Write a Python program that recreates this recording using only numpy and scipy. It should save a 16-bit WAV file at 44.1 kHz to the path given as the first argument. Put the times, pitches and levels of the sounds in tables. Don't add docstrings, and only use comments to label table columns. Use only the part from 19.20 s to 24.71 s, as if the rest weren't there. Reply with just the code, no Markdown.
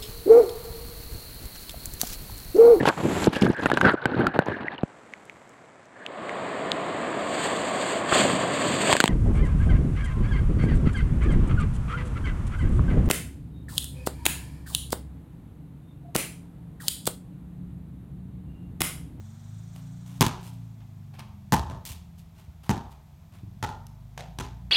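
import sys
import numpy as np
from scipy import signal
from scipy.fft import rfft, irfft
from scipy.io import wavfile
from scipy.ndimage import uniform_filter1d, map_coordinates

SR = 44100
rng = np.random.default_rng(int(sys.argv[2]) if len(sys.argv) > 2 else 0)


def inscribe(sig):
    pcm = np.round(np.clip(np.atleast_2d(sig).T, -1, 1) * 32767)
    wavfile.write(sys.argv[1], SR, pcm.astype(np.int16))


N = 242991
TIME = np.arange(N) / SR

# frequency in Hz, strength there in dB.
HUSH_TONE = [(180, -68), (300, 1.5), (546, -8), (645, 3.5), (1750, -10), (2320, -9), (3030, -13),
             (3290, -10.5), (4830, -15), (6410, -15), (10200, -20), (12900, -14.5), (16000, -22.5)]
TRAFFIC_TONE = [(20, -21), (40, -1), (60, -6.5), (110, -8), (170, -4), (260, -21), (450, -34.5),
                (1200, -74.5)]
INSECT_TONE = [(1500, -4.5), (2700, -18), (3600, -6.5), (4700, -13), (6300, -8), (8200, -11.5)]
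# time in seconds, level in dB.
TRAFFIC_LEVEL = [(0, -55), (2, -50), (2.7, -49.5), (3.8, -56.5), (4.3, -50), (4.8, -56), (5.5, -47.5)]
# middle frequency in Hz, level in dB.
CHIRR_BANDS = [(5900, -0.5), (6500, -4), (7050, 0), (7600, -9), (8200, 0)]
# time in seconds, cycles per second.
ENGINE_CYCLES = [(0, 23.3), (.5, 28), (1.01, 30.3), (1.38, 28.9), (1.93, 24.2), (2.75, 19.2), (3.95, 15.9),
                 (4.45, 24.2), (4.94, 25.8), (5.5, 30.2)]
# multiple of the cycle rate, level in dB.
ENGINE_TONES = [(3, -14.5), (4, 0), (5, -5.5), (6, -6), (7, -24), (8, -22.5), (9, -5), (10, -21.5),
                (13, -13.5)]
# frequency in Hz, boost or cut in dB.
EXHAUST_TONE = [(50, -10), (85, -4), (112, -0.5), (145, -0.5), (185, 2), (225, -6.5), (270, -13.5),
                (400, -24)]
# start, rise time and fall time in seconds, level in dB,
# share of fine hiss from 0 to 1.
RUBS = [(.53, 0.033, 0.051, -56.5, 0.44), (0.858, 0.0071, 0.18, -57, 0.57), (1.20, 0.061, 0.054, -53, 0.78),
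        (1.603, 0.0028, 0.019, -58, 0), (1.933, 0.0064, 0.073, -54.5, 0.06),
        (1.984, 0.012, 0.017, -45, 0.04), (2.649, 0.012, 0.037, -38, 0.97),
        (2.69, 0.0082, 0.027, -50.5, 0.8), (2.974, 0.021, 0.013, -54, 1),
        (3.139, 0.055, 0.053, -58.5, 0.28), (3.431, 0.0074, 0.035, -49.5, 0.3),
        (3.695, 0.017, .025, -55.5, 0.34), (4.104, 0.05, 0.04, -58, 0.22)]
# frequency in Hz, strength there in dB.
COARSE_TONE = [(200, 22.5), (500, 18.5), (900, 26.5), (1600, 17), (3000, 17), (6000, 6), (10000, -49),
               (16000, -58.5)]
FINE_TONE = [(200, -34), (1500, -11), (3000, -1), (5000, -4.5), (7500, -3.5), (10000, -4.5), (13000, -4.5),
             (16000, -12.5)]
# frequency in Hz, level in dB, seconds to fade by 60 dB.
YARD_DECAY = [(70, -0.5, 0.82), (138, -2, 0.31), (300, -1, 0.49), (523, -1.5, 0.57), (970, 5, 0.54),
              (1540, -4, 0.48), (2593, -0.5, 0.41), (4000, -2, 0.44), (7900, -3.5, 0.35), (15000, -7.5, .3)]
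# delay in seconds, dB against the direct sound.
NEAR_ECHOES = [(0.0108, 0.25), (0.0153, -2.7), (0.0193, -1.5), (0.0214, -3.5), (0.0372, -12.5),
               (0.0442, -17), (0.047, -12.5), (0.0667, -19.5), (0.0761, -14.5)]
# start in seconds, slap level in dB, Hz above which the slap dulls,
# thump in dB and Hz, skin in dB, knock in dB and Hz, air ring in dB, lingering sound in dB,
# seconds by which the near echoes come early, their boost in dB, far echo's delay in seconds, its dB.
BALL_BLOWS = [(1.0089, -1.5, 14900, -6.5, 157, -15, -12, 987, -32.5, -2, 0.0032, -2.5, 0.056, -7.5),
              (2.3229, -10, 15500, -10, 147.8, -19.5, -22.5, 988, -23, 0.5, 0.0039, 1.5, .02117, -1),
              (2.4990, -32, 6000, -24, 136, -38.5, -35.5, 660, -46.5, 5, -0.00019, -2, .06, -18),
              (3.4933, -13.5, 7500, -7.5, 156, -22.5, -21, 815, -31.5, -0.5, 0.0012, -2, 0.084, -14.5),
              (4.4272, -17.5, 6100, -19.5, 129, -30, -25.5, 1430, -30, 3, 0.00052, -1.1, 0.063, -9),
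              (4.9771, -21.5, 4850, -38.5, 146, -49, -28, 758, -50.5, 2.5, -.00241, -8, .03008, -1),
              (5.1870, -18.5, 7400, -19.5, 130, -33.5, -30, 983, -44.5, 2, -0.0021, -1, 0.062, -11.5)]
# frequency in Hz, boost or cut in dB.
SLAP_TONE = [(150, -17), (500, -7.5), (1000, 3.5), (2000, 2.5), (2750, 2.5), (3500, 2), (5000, -1.5),
             (6300, 0.5), (8300, -3.5), (10300, -5.5), (12500, -4), (16000, -11)]
# pitch in Hz, level in dB, seconds to fade by 60 dB.
SKIN_NOTES = [(223.6, 0.5, 0.037), (382.6, -5.5, .035), (850, -27, 0.039), (1226, -4.5, .015),
              (1738, -11.5, 0.021)]
AIR_NOTES = [(765, -26, 0.15), (864.4, -6, 0.11), (911.6, -1, 0.081), (1005, -8.5, 0.106),
             (1570, -16, 0.045), (1858, -12.5, .045), (1970, -11.5, 0.021), (3386, -39, .03)]
# start in seconds, level in dB, middle frequency in Hz.
GRIT_SNAPS = [(1.994, -22, 1660), (2.653, -22, 7940), (2.995, -46, 6800), (4.668, -32.5, 4760)]
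# start in seconds, level in dB, pitch in Hz.
THUDS = [(2.395, -19.5, 80), (2.702, -30, 79.7), (3.28, -31, 84), (3.926, -38.5, 87), (4.233, -30, 104),
         (4.234, -40, 291.3)]


def from_db(db):
    return 10 ** (np.asarray(db) / 20)


def rms_one(x):
    return x / np.sqrt(np.mean(x ** 2) + 1e-20)


def in_time(rows):
    return np.interp(TIME, *np.transpose(rows))


def at_hz(rows, hz):
    known, *columns = np.transpose(rows)
    return [np.interp(np.log(hz + 1e-9), np.log(known), c) for c in columns]


def cut(x, hz, kind, order=2):
    sections = signal.butter(order, np.clip(hz, 10, .48 * SR), kind, fs=SR, output="sos")
    return signal.sosfilt(sections, x + 1e-18)


def noise(tone):
    level_db, = at_hz(tone, np.arange(N // 2 + 1) * SR / N)
    return rms_one(irfft(rfft(rng.standard_normal(N)) * from_db(level_db), N))


def coloured(x, tone):
    level_db, = at_hz(tone, np.arange(len(x) // 2 + 1) * SR / len(x))
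    cepstrum = irfft(np.log(from_db(level_db)), len(x))
    cepstrum[1:len(x) // 2] *= 2
    cepstrum[len(x) // 2 + 1:] = 0
    return irfft(rfft(x) * np.exp(rfft(cepstrum)), len(x))


def drift(per_s):
    points = rng.standard_normal(2000)
    return rms_one(map_coordinates(points, [TIME * per_s], order=3, mode="wrap"))


def ring(t, hz, fade_s):
    return np.sin(2 * np.pi * hz * t) * from_db(-60 * t / fade_s)


def add(out, start_s, sound):
    start = int(round(start_s * SR))
    out[start:start + len(sound)] += sound[:N - start]


def hush():
    return from_db(-65) * noise(HUSH_TONE)


def traffic():
    return from_db(in_time(TRAFFIC_LEVEL)) * noise(TRAFFIC_TONE)


def insect(fade_from_s=0.96, fade_db_per_s=22.5, pulses_per_s=21):
    buzz = rms_one(cut(cut(noise(INSECT_TONE), 9100, "low", order=12), 514, "high"))
    chirr = rms_one(sum(from_db(db) * cut(rng.standard_normal(N), [hz - 110, hz + 110], "band")
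                        for hz, db in CHIRR_BANDS))
    pulses = .4 * (1 + np.sin(2 * np.pi * pulses_per_s * TIME + drift(3)))
    level_db = -65 - fade_db_per_s * np.maximum(TIME - fade_from_s, 0)
    return from_db(level_db) * (buzz + chirr * pulses)


def engine(db_per_octave=11, deepen_from_s=3.46, deepen_for_s=1.76):
    cycle_hz = in_time(ENGINE_CYCLES)
    deepening = np.clip((TIME - deepen_from_s) / deepen_for_s, 0, 1)
    load = uniform_filter1d(np.sign(np.gradient(cycle_hz)), size=SR // 4)
    level_db = -40 + db_per_octave * np.log2(cycle_hz / 31) + 1.5 * load - 8.5 * deepening
    phase = 2 * np.pi * np.cumsum(cycle_hz * (1 + 0.0016 * drift(11))) / SR
    hum, power = 0, 0
    for multiple, db in ENGINE_TONES:
        gain = from_db(db + at_hz(EXHAUST_TONE, multiple * cycle_hz)[0])
        waver = from_db(2.2 * drift(6))
        hum += gain * waver * np.sin(multiple * phase + rng.uniform(0, 2 * np.pi) + .5 * drift(4.4))
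        power += gain ** 2 / 2
    throb_db = -18 + 23 * deepening + 0.6 * drift(3.1)
    throb = np.sqrt(2) * from_db(throb_db) * np.sin(2 * phase)
    return from_db(level_db) * (hum / np.sqrt(power) + throb)


def scuffs():
    out = np.zeros(N)
    coarse, fine = noise(COARSE_TONE), noise(FINE_TONE)
    grain = rms_one(from_db(3.2 * drift(350)))
    for start_s, rise_s, fall_s, db, hiss in RUBS:
        rise = np.clip((TIME - start_s) / rise_s, 0, 1)
        fall = np.exp(-np.clip((TIME - start_s - rise_s) / fall_s, 0, 20))
        rubbing = np.sqrt(hiss) * fine + np.sqrt(1 - hiss) * coarse
        out += from_db(db) * rise * fall * grain * rubbing
    return out


def yard_reverb():
    t = TIME[:SR]
    chance = np.clip((900 + 250000 * t ** 2) / SR, 0, 1)
    echoes = (rng.random(SR) < chance) * rng.standard_normal(SR) / np.sqrt(chance)
    echoes += .5 * rng.standard_normal(SR)
    echoes *= np.clip((t - .008) / 0.0045, 0, 1)
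    spectrum, spectrum_hz = rfft(echoes), np.arange(SR // 2 + 1)
    out, below = 0, 0
    for hz in np.geomspace(62, 16000, 17):
        level_db, fade_s = at_hz(YARD_DECAY, hz)
        up_to = 1 / (1 + (spectrum_hz / (hz * 2 ** .25)) ** 12)
        band = irfft(spectrum * (up_to - below), SR)
        out += band * from_db(level_db - 60 * t / fade_s)
        below = up_to
    return out * np.clip(t / .012, 0, 1) * np.sqrt(30 / SR)


def crack(decay_s):
    t = TIME[:SR // 80]
    burst = rng.standard_normal(len(t)) * np.exp(-t / decay_s)
    burst[0] = 3
    return 3 * burst / np.linalg.norm(burst)


def wall_echoes(early_s, near_db, far_s, far_db, near_smear_s=.0009, far_smear_s=.0021):
    near = [(max(delay_s - early_s, 0), db + near_db, near_smear_s) for delay_s, db in NEAR_ECHOES]
    return near + [(far_s, far_db, far_smear_s)]


def ball(slap_cycles=19.6):
    out, t = np.zeros(N), TIME[:SR]
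    for (start_s, slap_db, top_hz, thump_db, thump_hz, skin_db, knock_db, knock_hz,
         air_db, reverb_db, early_s, near_db, far_s, far_db) in BALL_BLOWS:
        thump = from_db(thump_db) * ring(t, thump_hz, fade_s=.03) * 2 * (1 - np.exp(-t / 0.0037))
        skin = sum((-1) ** k * from_db(skin_db + db) * ring(t, hz, fade_s)
                   for k, (hz, db, fade_s) in enumerate(SKIN_NOTES))
        knock = from_db(knock_db) * ring(t, knock_hz, fade_s=.014)
        air = sum(from_db(air_db + db + rng.normal(0, 1.0)) * ring(t, hz, fade_s)
                  for hz, db, fade_s in AIR_NOTES)
        paths = from_db(reverb_db) * yard_reverb()
        cracks = from_db(11.5) * paths
        add(paths, 0, [1])
        add(cracks, 0, from_db(3) * crack(slap_cycles / top_hz))
        for delay_s, echo_db, smear_s in wall_echoes(early_s, near_db, far_s, far_db):
            add(paths, delay_s, from_db([echo_db]))
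            add(cracks, delay_s, from_db(echo_db) * crack(smear_s))
        slap = from_db(slap_db) * cut(coloured(cracks, SLAP_TONE), top_hz, "low", order=1)
        body = signal.fftconvolve(thump + skin + knock + air, paths)[:len(t)]
        add(out, start_s, slap + body)
    return out


def grit():
    out = np.zeros(N)
    for start_s, db, hz in GRIT_SNAPS:
        add(out, start_s, from_db(db) * cut(crack(decay_s=.001), [hz / 2, hz * 2], "band", order=1))
    return out


def thuds():
    out, t = np.zeros(N), TIME[:SR]
    for start_s, db, hz in THUDS:
        add(out, start_s, from_db(db) * ring(t, hz, 11 / hz) * (1 - np.exp(-t / 0.00094)))
    return out


def scene():
    blows = ball()
    nearby = scuffs() + grit() + thuds()
    nearby_reverb = from_db(-4.5) * signal.fftconvolve(nearby, yard_reverb())[:N]
    return (blows + nearby + nearby_reverb + engine() + hush() + traffic() + insect())[None]


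def record(dry, bottom_hz=48, top_hz=16200):
    rounded = 0.89 * np.tanh(cut(dry, bottom_hz, "high", order=4) / .9)
    return signal.sosfilt(signal.ellip(10, .2, 80, top_hz, fs=SR, output="sos"), rounded)


dry = scene()
out = record(dry)
inscribe(out)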